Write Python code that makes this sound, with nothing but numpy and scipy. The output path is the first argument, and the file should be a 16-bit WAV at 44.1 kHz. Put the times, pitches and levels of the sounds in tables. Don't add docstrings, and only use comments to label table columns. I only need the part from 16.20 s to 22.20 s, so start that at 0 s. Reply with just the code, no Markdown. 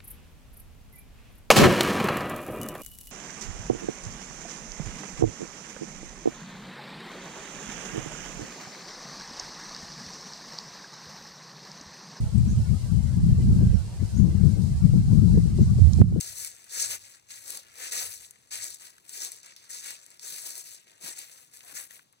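import sys
import numpy as np
from scipy import signal
from scipy.fft import rfft, irfft, next_fast_len
from scipy.io import wavfile

SR = 44100
rng = np.random.default_rng(int(sys.argv[2]) if len(sys.argv) > 2 else 0)


def store_pcm(level_fs):
    pcm = np.round(np.clip(level_fs, -1, 1) * 32767).astype(np.int16)
    wavfile.write(sys.argv[1], SR, np.atleast_2d(pcm).T)


N = 264597

# start_s, attack_s, hold_s, release_s, leaves_db, sole_db, soil_db
FOOT_PRESSES = [(-0.02, .02, .01, 0.36, -39.5, -53, -59), (0.145, .04, 0.054, 0.1053, -38.3, -56.5, -59.5),
                (0.478, .125, .012, .125, -30, -44, -50), (0.682, .03, .027, 0.0458, -32.5, -44.5, -48.5),
                (1.08, .03, .05, 0.2, -45.5, -57.5, -66.5), (1.215, .09, .05, .07, -39.5, -54.5, -53.5),
                (1.53, .095, .04, .08, -39.5, -46.5, -52.5), (1.702, .028, .06, 0.16, -32, -42, -47.5),
                (2.304, .018, .032, 0.1449, -35.5, -47.5, -56),
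                (2.402, .035, .005, 0.1462, -36.5, -56, -57), (2.868, .09, .02, 0.25, -41.5, -54.5, -58),
                (2.991, .028, .02, 0.08, -37, -60, -55), (3.484, .024, .035, 0.1552, -39.5, -54, -61.5),
                (3.597, .06, .045, 0.1, -39, -51, -56.5), (4.0, .048, 0.095, 0.31, -41, -55.5, -59),
                (4.209, .05, .015, 0.14, -40.5, -55, -54.5), (4.79, .075, .02, 0.08, -37.5, -49, -50.5),
                (4.939, .04, .015, 0.12, -43.5, -57.5, -60.5), (5.39, .11, .03, -0.19, -49, -56, -56),
                (5.525, .045, .005, 0.1, -40.5, -48.5, -54.5)]
# start_s, hold_s, leaves_db, sole_db
FOOT_BRUSHES = [(0.306, .135, -56, -64.5), (0.78, .12, -52.5, -64), (1.392, .12, -61, -64),
                (1.883, .02, -45, -60), (1.978, .045, -50.5, -63), (2.1, .07, -63.5, -73.5),
                (2.585, .04, -47.5, -58.5), (2.7, .02, -66, -69), (2.828, .01, -60, -67),
                (3.095, .015, -46.5, -64), (3.215, .055, -52.5, -61), (3.385, .045, -56, -66),
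                (3.79, .12, -57, -64.5), (4.331, .025, -43.5, -56.5), (4.422, .085, -46.5, -63),
                (4.649, .1, -61.5, -66), (5.059, .135, -54.5, -65), (5.31, .02, -53, -63),
                (5.68, .045, -57, -62.5)]
# leaves_db, sole_db, soil_db
TICKING_DB = [-67, -74, -75]
# time_s, treble_db
LEAF_CRISPNESS = [(0.0, -2), (0.55, -8.5), (0.72, -5), (1.0, -8), (1.28, -3.5), (1.75, -6.5), (1.93, -0.5),
                  (2.15, -9.5), (3.0, -2.5), (3.3, -16), (3.6, -6), (3.9, -11), (4.1, -2.5), (4.38, -0.5),
                  (4.6, -9), (5.1, -3.5), (5.7, 2.5)]
# frequency_hz, level_db
LITTER_TONE = [(170, -23.5), (290, -24.5), (430, -10.5), (580, -11), (950, -11), (2000, -13), (3100, -10),
               (4200, -2.5), (6400, 1.5), (8000, 2), (10500, -8), (13700, -16.5), (14800, -9),
               (15800, -10.5)]
# time_s, level_db, pitch_hz, settle_s
STEM_SNAPS = [(0.01, -11, 6160, .007), (0.248, -12, 7650, 0.005), (0.2621, -22.5, 8600, 0.0056),
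              (0.2745, -20, 8060, 0.0068), (0.443, -33.5, 8800, 0.008), (1.089, -38, 6240, .012),
              (1.106, -29, 3540, .015), (1.28, -23.5, 9300, .006), (1.305, -16, 8750, .006),
              (1.3735, -19, 7200, 0.0041), (1.722, -15, 6240, 0.0051), (2.0468, -31.5, 3600, .007),
              (2.1096, -26, 8100, .006), (2.158, -43, 1910, 0.0073), (2.4432, -15, 8050, .006),
              (2.505, -23, 9400, .006), (2.5453, -24.5, 9500, 0.0065), (2.7818, -41.5, 1680, 0.0045),
              (2.782, -35, 6030, 0.0045), (2.894, -23, 7850, 0.01), (3.0485, -18.5, 7000, .006),
              (3.102, -36.5, 7000, .005), (3.1193, -19.5, 8500, 0.005), (3.1662, -32, 8300, .006),
              (3.232, -31.5, 5500, 0.015), (3.2612, -27.5, 6650, 0.0075), (3.322, -39.5, 2250, .006),
              (3.364, -30, 4740, 0.042), (3.7072, -19, 8000, 0.0052), (3.8639, -28, 7540, .006),
              (3.9047, -34, 7600, .004), (3.9954, -29, 5100, 0.021), (4.163, -22, 10000, .006),
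              (4.3066, -21, 7400, 0.0055), (4.355, -20, 8450, .006), (4.38, -22, 9500, .006),
              (4.615, -42, 11300, 0.0053), (4.9902, -20, 8900, .006), (5.336, -35, 5970, .012),
              (5.407, -32.5, 2920, 0.012), (5.708, -35, 1860, .013), (5.709, -29, 6600, .007),
              (5.7471, -34, 8520, .006), (5.793, -37, 1485, 0.0053), (5.927, -44, 10370, .006),
              (5.931, -51, 1220, 0.014)]
# start_s, level_db
GROUND_THUDS = [(0.185, -60), (0.695, -59), (1.343, -55), (1.795, -63), (3.018, -56), (3.689, -64),
                (4.12, -54.5), (4.264, -60), (4.675, -71),         (4.83, -46), (4.879, -55.5),
                (5.521, -54.5)]
# time_s, level_db
BREEZE_LEVEL = [(0.0, -78), (1.0, -82), (1.8, -79), (3.0, -87.5), (6.0, -88.5)]
# peak_time_s, level_db, width_s
BREEZE_GUSTS = [(0.1, -58.5, .035), (0.23, -65.5, .06), (0.68, -60.5, 0.055), (1.2, -77.5, 0.11),
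                (1.86, -66.5, .05), (2.01, -71, 0.025), (2.42, -70, 0.066), (4.86, -79, 0.037),
                (5.52, -74.5, .04)]
# frequency_hz, level_db
BREEZE_TONE = [(20, -42), (45, -8), (75, -2), (110, 2.5), (150, -13.5), (260, -23)]
# frequency_hz, level_db
AIR_TONE = [(30, -46), (70, -10), (118, 1), (160, -1.5), (500, -7.5), (1000, -6.5), (2000, -16),
            (3200, -8.5), (7000, -11.5), (15800, -27)]
# frequency_hz, left_minus_right_db
PORT_BALANCE = [(70, 10.3), (200, 0), (650, 0.0), (1000, 3.3), (1450, 2.8), (1950, 9.3), (2400, 1.6),
                (3000, 0.9), (5200, -0.5), (7000, 3.9), (8500, 7.5), (10500, 8.8), (13600, 5.7),
                (14800, 7.7)]
# frequency_hz, likeness (0 to 1)
PORT_LIKENESS = [(60, .2), (200, 0.66), (550, 1), (1150, 0.49), (1900, 0.67), (2400, 0.26), (3150, 0.93),
                 (3650, 0.64), (4400, 0.74), (6500, 0.78), (9000, 0.14), (12000, 0.3), (15000, .12)]

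FFT_SIZE = next_fast_len(N + 2048, real=True)
HZ = np.maximum(np.arange(FFT_SIZE // 2 + 1) * SR / FFT_SIZE, 1)
TIME_S = np.arange(N) / SR


def footsteps():
    leaves_db, sole_db, soil_db = gait()
    crisp_db = over_time(LEAF_CRISPNESS)
    crush = from_db(.6 * (leaves_db - leaves_db.mean()))
    litter = at_ports(rng.standard_normal((2, N))) * from_db(over_hz(LITTER_TONE))
    breaks = tiny_breaks(crush, per_s=600, spread_db=3.5, ring_s=.0019, clump_db=1.94)
    soil = crackle(litter, crush, breaks, low_hz=162, high_hz=1340, bands=3, per_s=200,
                   spread_db=2.5, ring_s=.004, together=.15, hiss=.34, patchy_db=1.5)
    scuff = crackle(litter, crush, breaks, low_hz=1390, high_hz=3110, bands=3, per_s=280,
                    spread_db=2, ring_s=.0028, together=.33, hiss=.22, patchy_db=2.5)
    leaves = crackle(litter, crush, breaks, low_hz=3250, high_hz=9640, bands=4, per_s=420,
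                     spread_db=3.5, ring_s=.0021, together=.55, hiss=.1, patchy_db=2.5)
    brittle = crackle(litter, crush, breaks, low_hz=10490, high_hz=14860, bands=2, per_s=530,
                      spread_db=2.5, ring_s=.0009, together=.42, hiss=.17, patchy_db=1.5)
    crunch = (soil * from_db(soil_db - 2) + scuff * from_db(sole_db + .77)
              + leaves * from_db(leaves_db - 1.8) + brittle * from_db(leaves_db + crisp_db - 1.9))
    return add_body_echo(crunch, echo_db=-10, delay_s=.0035, sway=.122)


def gait(pause_s=5.78, fade_s=.18):
    contacts = [(foot_contact(*row[:4]), row[4:]) for row in FOOT_PRESSES]
    for start_s, hold_s, leaves_db, sole_db in FOOT_BRUSHES:
        brush = foot_contact(start_s, attack_s=.03, hold_s=hold_s, release_s=.09)
        soil_db = sole_db - 5
        contacts.append((brush, (leaves_db, sole_db, soil_db)))
    ticking = from_db(-20 * np.maximum(TIME_S - pause_s, 0) / fade_s)
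    contacts.append((ticking, TICKING_DB))
    gains, levels_db = zip(*contacts)
    power = from_db(levels_db).T ** 2 @ np.array(gains) ** 2
    return 10 * np.log10(power + 1e-12)


def foot_contact(start_s, attack_s, hold_s, release_s):
    age_s, attack_s = TIME_S - start_s, max(attack_s, 1e-3)
    pressed = np.clip(age_s / attack_s, 0, 1)
    released = np.clip((age_s - attack_s - hold_s) / max(release_s, 1e-3), 0, 4)
    return pressed ** 1.2 * from_db(-20 * released ** 1.5)


def tiny_breaks(crush, per_s, spread_db, ring_s, clump_db):
    chance = per_s / SR * crush * flutter(clump_db, rate_hz=45)
    starts = np.flatnonzero(rng.random(N) < chance)
    size_db = spread_db * np.minimum(rng.exponential(1, len(starts)), 3.2)
    clicks = np.full(N, 1e-18)
    clicks[starts] = from_db(size_db) ** 2 / crush[starts]
    power = signal.lfilter([1], [1, -np.exp(-2 / (ring_s * SR))], clicks)
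    return power / power.mean()


def crackle(litter, crush, shared_breaks, low_hz, high_hz, bands, per_s,
            spread_db, ring_s, together, hiss, patchy_db):
    edges_hz = np.geomspace(low_hz, high_hz, bands + 1)
    out = np.zeros((2, N))
    for low, high in zip(edges_hz, edges_hz[1:]):
        own_breaks = tiny_breaks(crush, per_s, spread_db, ring_s, clump_db=2.5)
        breaks = together * shared_breaks + (1 - together) * own_breaks
        patch = flutter(patchy_db, rate_hz=13.6)
        out += to_sound(litter * band(low, high)) * patch * np.sqrt(hiss + (1 - hiss) * breaks)
    return out / rms(out)


def add_body_echo(crunch, echo_db, delay_s, sway):
    now = np.arange(N)
    stretch = np.exp(sway * drift(rate_hz=1.52))
    earlier = now - delay_s * SR * np.interp(now / 20, np.arange(len(stretch)), stretch)
    echo = np.array([np.interp(earlier, now, side) for side in crunch])
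    return crunch + from_db(echo_db) * echo


def snapping_stems(gain_db, tear_s, ring_cycles, ring_db, splinter_db, half_width_octaves):
    out = np.zeros((2, FFT_SIZE))
    t = np.arange(2048) / SR
    torn = np.minimum(t / tear_s, 1) ** 2
    width = 2 ** half_width_octaves
    for time_s, level_db, pitch_hz, settle_s in STEM_SNAPS:
        dying = np.exp(-np.maximum(t - tear_s, 0) * pitch_hz / ring_cycles)
        splinters = from_db(splinter_db) * np.exp(-t / settle_s)
        fibres = rng.choice([-1, 1], (2, len(t))) * torn * (dying + splinters)
        around_pitch = signal.butter(1, [pitch_hz / width, pitch_hz * width], "band", fs=SR)
        crack = signal.lfilter(*around_pitch, fibres)
        crack /= np.abs(crack).max(axis=1, keepdims=True)
        ring = torn * dying * np.sin(2 * np.pi * pitch_hz * t)
        crack[0] += from_db(ring_db) * ring
        start = max(round((time_s - tear_s) * SR), 0)
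        out[:, start:start + len(t)] += crack * from_db(level_db + gain_db)
    return to_sound(at_ports(out))


def ground_thuds(gain_db, rise_s, low_hz, high_hz):
    force = np.zeros(N)
    for start_s, level_db in GROUND_THUDS:
        age = np.maximum(TIME_S - start_s, 0) / rise_s
        force += from_db(level_db) * age * np.exp(1 - np.minimum(age, 20))
    ground = to_sound(at_ports(rng.standard_normal((2, N))) * band(low_hz, high_hz))
    return ground / rms(ground) * force * from_db(gain_db)


def breeze(gain_db, lumps_db):
    power = from_db(over_time(BREEZE_LEVEL)) ** 2
    for peak_time_s, level_db, width_s in BREEZE_GUSTS:
        from_peak = np.clip((TIME_S - peak_time_s) / width_s, -20, 20)
        power += (from_db(level_db) / np.cosh(from_peak)) ** 2
    noise = rfft(rng.standard_normal((2, N)), FFT_SIZE)
    rumble = to_sound(noise * from_db(over_hz(BREEZE_TONE)) * band(12, 310))
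    rumble *= flutter(lumps_db, rate_hz=10) * from_db([[0], [-11]])
    return rumble / rms(rumble.mean(axis=0)) * np.sqrt(power) * from_db(gain_db)


def open_air(level_db):
    air = to_sound(at_ports(rng.standard_normal((2, N))) * from_db(over_hz(AIR_TONE)))
    return air / rms(air.mean(axis=0)) * from_db(level_db)


def at_ports(pair, right_lag_s=.000488, echo_s=.000482, echo_db=-20):
    common, apart = rfft(pair, FFT_SIZE)
    likeness = over_hz(PORT_LIKENESS)
    common *= np.sqrt((1 + likeness) / 2)
    apart *= np.sqrt((1 - likeness) / 2)
    lean = from_db(over_hz(PORT_BALANCE) / 2)
    left = (common + apart) * lean
    right = (common - apart) / lean * np.exp(-2j * np.pi * HZ * right_lag_s)
    ripple = 1 + from_db(echo_db) * np.exp(-2j * np.pi * HZ * echo_s)
    return ripple * np.array([left, right])


def flutter(depth_db, rate_hz):
    return np.repeat(from_db(depth_db * drift(rate_hz)), 20)[:N]


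def drift(rate_hz):
    memory = np.exp(-2 * np.pi * rate_hz * 20 / SR)
    noise = rng.standard_normal(N // 20 + 2002)
    slow = signal.lfilter([1], [1, -2 * memory, memory ** 2], noise)[2000:]
    return slow / rms(slow)


def band(low_hz, high_hz):
    return 1 / np.sqrt((1 + (low_hz / HZ) ** 16) * (1 + (HZ / high_hz) ** 16))


def over_time(table):
    time_s, value = np.transpose(sorted(table))
    return np.interp(TIME_S, time_s, value)


def over_hz(table):
    hz, value = np.transpose(table)
    return np.interp(np.log(HZ), np.log(hz), value)


def to_sound(spectra):
    return irfft(spectra, FFT_SIZE)[:, :N]


def from_db(db):
    return 10 ** (np.asarray(db) / 20)


def rms(x):
    return np.sqrt(np.mean(x ** 2) + 1e-20)


def scene():
    stems = snapping_stems(gain_db=-6, tear_s=.002, ring_cycles=4.4, ring_db=-8.5,
                           splinter_db=-9.5, half_width_octaves=.32)
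    thuds = ground_thuds(gain_db=-7.5, rise_s=.011, low_hz=130, high_hz=460)
    return footsteps() + stems + thuds + breeze(gain_db=.3, lumps_db=.5) + open_air(level_db=-72)


def record(dry):
    treble_cut = np.interp(HZ, [15800, 16000], [1, 0])
    return to_sound(rfft(dry, FFT_SIZE) * treble_cut)


dry = scene()
out = record(dry)
store_pcm(out)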